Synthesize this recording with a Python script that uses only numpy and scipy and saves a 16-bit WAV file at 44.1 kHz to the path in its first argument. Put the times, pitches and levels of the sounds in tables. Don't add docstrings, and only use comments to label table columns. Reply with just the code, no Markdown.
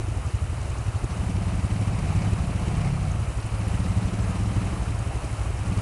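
import sys
import numpy as np
from scipy import signal
from scipy.fft import rfft, irfft
from scipy.io import wavfile
from scipy.ndimage import uniform_filter1d, map_coordinates

SR = 44100
rng = np.random.default_rng(int(sys.argv[2]) if len(sys.argv) > 2 else 0)


def put_to_file(sound):
    columns = np.atleast_2d(sound).T
    safe = np.clip(columns, -1, 1)
    whole_steps = np.round(safe * 32767)
    wavfile.write(sys.argv[1], SR, whole_steps.astype(np.int16))


def ratio(d):
    e = np.asarray(d, float) / 20
    return 10 ** e


N = 256320

# [freq_hz, level_db]
RIFFLE_BODY_SPECTRUM = [(120, -120), (260, -3), (340, -1), (480, -4), (700, -1.5), (1000, -5.5),
                        (1600, -6.5), (2600, -7.5), (4000, -19), (7000, -120)]
RIFFLE_FIZZ_SPECTRUM = [(1500, -120), (3000, -2.5), (4200, 0), (6800, -1), (9800, 1), (10500, -2.5),
                        (12100, -8), (14000, -120)]
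# [start_s, peak_db, pitch_hz]
DROPLETS = [(0.7023, -26.5, 6130), (1.1109, -33, 5300), (1.2989, -38, 6000), (1.9889, -32, 6270),
            (2.2702, -31, 4000), (2.6828, -32, 6200), (2.749, -35, 5560), (3.0315, -32, 6130),
            (3.2279, -53, 3800), (3.465, -23, 7250), (3.683, -21, 8300), (4.1749, -35, 7240),
            (4.31, -28, 6300), (4.653, -32, 6090), (5.243, -30, 4080), (5.776, -28, 3890)]

# [top_s, top_firings_per_s, climb_per_s2, fall_per_s2]
REVVER_BLIPS = [
    (2.339, 34.678, 20.654, 49.396),
    (2.909, 36.292, 50.177, 38.846),
]
# [full_voice_db, throttle_shut_change_db]
REVVER_BLIP_LEVELS = [(-32.5, -3.5), (-29, -1)]
# [freq_hz, signed_strength, t60_s]
REVVER_MODES = [(35, -.13, .1), (104, .5, .08), (144, 1, .062), (212, .11, .09)]
# [freq_hz, level_db]
INTAKE_SPECTRUM = [(300, -120), (580, -2), (750, 3), (950, -6), (1600, -13), (2300, -0.5), (3000, -14.5),
                   (9500, -21.5), (12500, -120)]

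# [time_s, firings_per_s]
SLOW_IDLE_RATE = [(0, 11.553), (.39, 11.163), (.74, 11.828), (2.05, 11.479), (2.74, 11.517), (4.49, 11.863),
                  (4.65, 11.509), (4.99, 12.067), (5.82, 10.883)]
FAST_IDLE_RATE = [(0, 13.098), (.42, 13.107), (.6, 12.899), (2.06, 13.344), (2.41, 13.076), (3.2, 13.662),
                  (3.76, 13.057), (4.96, 13.654), (5.82, 13.063)]
CROSSER_RATE = [(0, 11.067), (.731, 11.481), (1.501, 17.558), (2.477, 17.639), (3.26, 12.615),
                (3.414, 12.35), (3.95, 18.476), (4.366, 18.328), (4.687, 19.775), (5.169, 13.356),
                (5.433, 12.775), (5.82, 17.408)]
FIRST_FIRING_CYCLES = (.985, .589, .066, .532)
# [freq_hz, signed_strength, t60_s]
SLOW_IDLER_MODES = [(50, -.45, .095), (87, 2, .03), (106.5, -.41, .128), (136, -.6, .04), (264, .03, .1)]
FAST_IDLER_MODES = [(58.7, -.56, .081), (102.5, 1.22, .044), (131, -.18, .1), (200, -.03, .09)]
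# [freq_hz, level_db]
SHAKE_SPECTRUM = [(10, -30), (25, -3), (60, -2), (110, 0), (145, -12), (230, -16), (320, -24), (500, -40),
                  (900, -120)]
CHUFF_SPECTRUM = [(90, -120), (200, -6), (310, 0), (430, -8), (560, -30), (900, -120)]
TICK_SPECTRUM = [(1500, -120), (3500, 5), (6200, 26), (10000, 20), (12500, -120)]

# [fully_open_s, shut_s, load_db, opening_db_per_s]
THROTTLE_PULLS = [
    (1.292, 2.703, 4, 31),
    (3.723, 4.708, 4, 41),
    (5.71, 6, 5, 105),
]
# [freq_hz, signed_strength, t60_s]
SILENCER_MODES = [(64, -.08, .077), (102.4, .49, .086), (139, .2, .065)]
PIPE_MODES = [(174.1, 0.62, 0.057), (213.8, -0.015, 0.16), (266.7, 0.12, 0.074), (315, 0.072, 0.063)]
# [freq_hz, level_db]
CLATTER_SPECTRUM = [(200, -120), (450, 4), (720, 1), (1300, -5.5), (2300, -1), (3300, -5.5), (6000, -11.5),
                    (11000, -18.5), (13000, -120)]
# [freq_hz, gain_db]
MICROPHONE_RESPONSE = [(10, -0.5), (1300, 2.5), (1500, -2.5), (2000, -3), (3050, -1.5), (3350, -7),
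                       (3900, -3), (10400, -1), (12300, -15.5)]


def unit(x):
    return x / np.sqrt(np.mean(x ** 2) + 1e-20)


def rate_curve(rows):
    time_s, rate = np.transpose(rows)
    return np.interp(np.arange(N) / SR, time_s, rate)


def wobble(knots_per_s):
    knots = rng.standard_normal(int(N * knots_per_s / SR) + 4)
    return map_coordinates(knots, [np.arange(N) * knots_per_s / SR])


def coloured(x, spectrum):
    freq_hz, level_db = np.transpose(spectrum)
    bin_hz = np.fft.rfftfreq(N, 1 / SR)
    gain_db = np.interp(np.log(bin_hz + 1), np.log(freq_hz + 1), level_db)
    return irfft(rfft(x) * ratio(gain_db), N)


def rush(spectrum, patchy_db):
    z = signal.stft(rng.standard_normal(N + 512), nperseg=512)[2]
    patches = uniform_filter1d(rng.standard_normal(z.shape), size=5, axis=0)
    patches = uniform_filter1d(patches, size=5, axis=1)
    noise = signal.istft(z * ratio(patchy_db * unit(patches)), nperseg=512)[1][:N]
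    return unit(coloured(noise, spectrum))


def cycles(rate, first_cycles):
    return np.cumsum(rate) / SR - first_cycles


def gate(turns, shift_cycles, sharp):
    return unit(np.exp(sharp * (np.cos(2 * np.pi * (turns - shift_cycles)) - 1)))


def exhaust(turns, modes, lead_s, rise_s, scatter_db):
    edge = np.arange(1, SR // 4 + 1)
    step = np.diff(turns)
    before = turns[0] - step[0] * edge[::-1]
    after = turns[-1] + step[-1] * edge
    running = np.r_[before, turns, after]
    fired = np.flatnonzero(np.diff(np.floor(running)) > 0)
    scatter = scatter_db * rng.standard_normal((N // 1000, len(modes) + 1))[:len(fired)]
    t = (edge - 1) / SR
    start = len(edge) + int(lead_s * SR)
    out = np.zeros(N)
    for k, (hz, strength, t60_s) in enumerate(modes):
        blows = np.zeros(len(running))
        blows[fired] = ratio(scatter[:, k] / 2 + scatter[:, -1])
        swell = 1 - np.exp(-t / rise_s)
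        ring = strength * ratio(-60 * t / t60_s) * np.sin(2 * np.pi * hz * t) * swell
        out += signal.fftconvolve(blows, ring)[start:][:N]
    return unit(out)


def load():
    sag_db_per_s, shuts_db_per_s, idle_db = 1, 40, -15
    overrun_db, overrun_fades_db_per_s = -1.5, 24
    t = np.arange(N) / SR
    pulls = []
    for full_s, shut_s, load_db, opens_db_per_s in THROTTLE_PULLS:
        held = np.minimum(opens_db_per_s * (t - full_s), sag_db_per_s * (full_s - t))
        since_shut_s = t - shut_s
        overrun = overrun_db - overrun_fades_db_per_s * since_shut_s
        drop = np.minimum(0, np.maximum(-shuts_db_per_s * since_shut_s, overrun))
        pulls.append(load_db + held + drop * (t > shut_s))
    return np.maximum(np.max(pulls, axis=0), idle_db)


def bubbles(start_s, hz, size, lives):
    t = np.arange(SR // 60) / SR
    age = t * (hz / lives)[:, None]
    tone = np.sin(2 * np.pi * hz[:, None] * t * (1 + 0.127 * age))
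    drops = size[:, None] * tone * np.exp(-age) * (1 - np.exp(-8 * age))
    at = (start_s * SR).astype(int)[:, None] + np.arange(len(t))
    return np.bincount(at.ravel(), drops.ravel(), N + SR)[:N]


def stream(count=1500):
    rises_db_per_s, wash_db = 0.28, 0.92
    flow_db = rises_db_per_s * np.arange(N) / SR + wash_db * uniform_filter1d(ratio(load()), SR // 3)
    surge = wobble(9)
    body_db = -43 + flow_db + .5 * surge
    fizz_db = -49.5 + 0.65 * flow_db + 0.49 * surge + 0.38 * wobble(35)
    body = ratio(body_db) * rush(RIFFLE_BODY_SPECTRUM, patchy_db=0.5)
    fizz = ratio(fizz_db) * rush(RIFFLE_FIZZ_SPECTRUM, patchy_db=1.0)
    when, pitch, size = rng.random((count, 3)).T
    swarm = bubbles(when * N / SR, 900 * 11 ** pitch, ratio(16 * size), lives=7)
    start_s, peak_db, pitch_hz = np.transpose(DROPLETS)
    droplets = bubbles(start_s, pitch_hz, ratio(peak_db - 6.5), lives=5.8)
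    return body + fizz + ratio(-51.5) * unit(swarm) + droplets


def blips():
    idle_rate, full_voice_rate, fades_db_per_rate = 15, 29.3, 1.5
    t = np.arange(N) / SR
    lag = int(.1 * SR)
    tents = np.array([top - np.maximum(climb * (top_s - t), fall * (t - top_s))
                      for top_s, top, climb, fall in REVVER_BLIPS])
    rate = uniform_filter1d(np.maximum(tents.max(axis=0), idle_rate), lag, mode="nearest")
    open_db, shut_db = np.array(REVVER_BLIP_LEVELS)[tents.argmax(axis=0)].T
    voice_db = uniform_filter1d(open_db + shut_db * (np.gradient(rate) <= 0), lag)
    return rate, voice_db - fades_db_per_rate * np.maximum(full_voice_rate - rate, 0)


def revver():
    rate, level_db = blips()
    turns = cycles(rate, FIRST_FIRING_CYCLES[3])
    note = exhaust(turns, REVVER_MODES, lead_s=.01, rise_s=.02, scatter_db=.7)
    climb_per_s2 = uniform_filter1d(np.gradient(rate) * SR, SR // 10)
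    throttle = np.clip(climb_per_s2 / 20, 0, 1)
    puffs = unit(1 + .5 * gate(turns, 0.038, sharp=2.3))
    roar = puffs * rush(INTAKE_SPECTRUM, patchy_db=0.5)
    return ratio(level_db) * (note + ratio(-18 + 6.5 * throttle) * roar)


def idlers():
    slow = cycles(rate_curve(SLOW_IDLE_RATE), FIRST_FIRING_CYCLES[0])
    fast = cycles(rate_curve(FAST_IDLE_RATE), FIRST_FIRING_CYCLES[1])
    slow_thump = exhaust(slow, SLOW_IDLER_MODES, lead_s=.016, rise_s=.043, scatter_db=.8)
    fast_thump = exhaust(fast, FAST_IDLER_MODES, lead_s=.013, rise_s=.05, scatter_db=.8)
    thumps = ratio(-30.5) * slow_thump + ratio(-31.0) * fast_thump
    puffs = gate(slow, .03, sharp=12) + .5 * gate(fast, .03, sharp=9)
    chuff = ratio(-50) * unit(puffs) * rush(CHUFF_SPECTRUM, patchy_db=2.5)
    slow_valves = gate(slow, 0.03, sharp=13) + 0.15 * gate(2 * slow, 0.05, sharp=8.9)
    valves = slow_valves + .5 * gate(fast, 0.021, sharp=28)
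    ticks = ratio(-59.5 + 2.3 * wobble(14)) * unit(valves) * rush(TICK_SPECTRUM, patchy_db=3.5)
    shake = ratio(-37) * rush(SHAKE_SPECTRUM, patchy_db=1.5)
    return thumps + chuff + ticks + shake


def crosser_exhaust(turns, modes, heat):
    hot_ratio = 1.05
    hot_modes = np.multiply(modes, (hot_ratio, 1, 1.25))
    cool = exhaust(turns, modes, lead_s=.014, rise_s=.05, scatter_db=.7)
    hot = exhaust(turns, hot_modes, lead_s=.014 / hot_ratio, rise_s=.05, scatter_db=.7)
    return (1 - heat) * cool + heat * hot


def crosser():
    rate = rate_curve(CROSSER_RATE)
    turns = cycles(rate, FIRST_FIRING_CYCLES[2])
    load_db = load()
    heat = np.clip((rate - 17.6) / 1.2, 0, 1)
    thud = crosser_exhaust(turns, SILENCER_MODES, heat)
    bark = crosser_exhaust(turns, PIPE_MODES, heat)
    rattle = unit(1 + .5 * gate(turns, 0.045, sharp=4.3))
    clatter = rattle * rush(CLATTER_SPECTRUM, patchy_db=1.7)
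    exhausts = ratio(-39.5 + 1.9 * load_db) * thud + ratio(-37.5 + load_db) * bark
    return exhausts + ratio(-47.5 + 0.42 * load_db) * clatter


def scene():
    return (stream() + revver() + idlers() + crosser())[None]


def low_pass(x):
    return signal.sosfilt(signal.butter(12, 12230, fs=SR, output="sos"), x)


def record(dry):
    x = coloured(dry, MICROPHONE_RESPONSE)
    rounded = x / (1 + np.abs(x / .36) ** 4) ** (1 / 4)
    return low_pass(rounded)


dry = scene()
out = record(dry)
put_to_file(out)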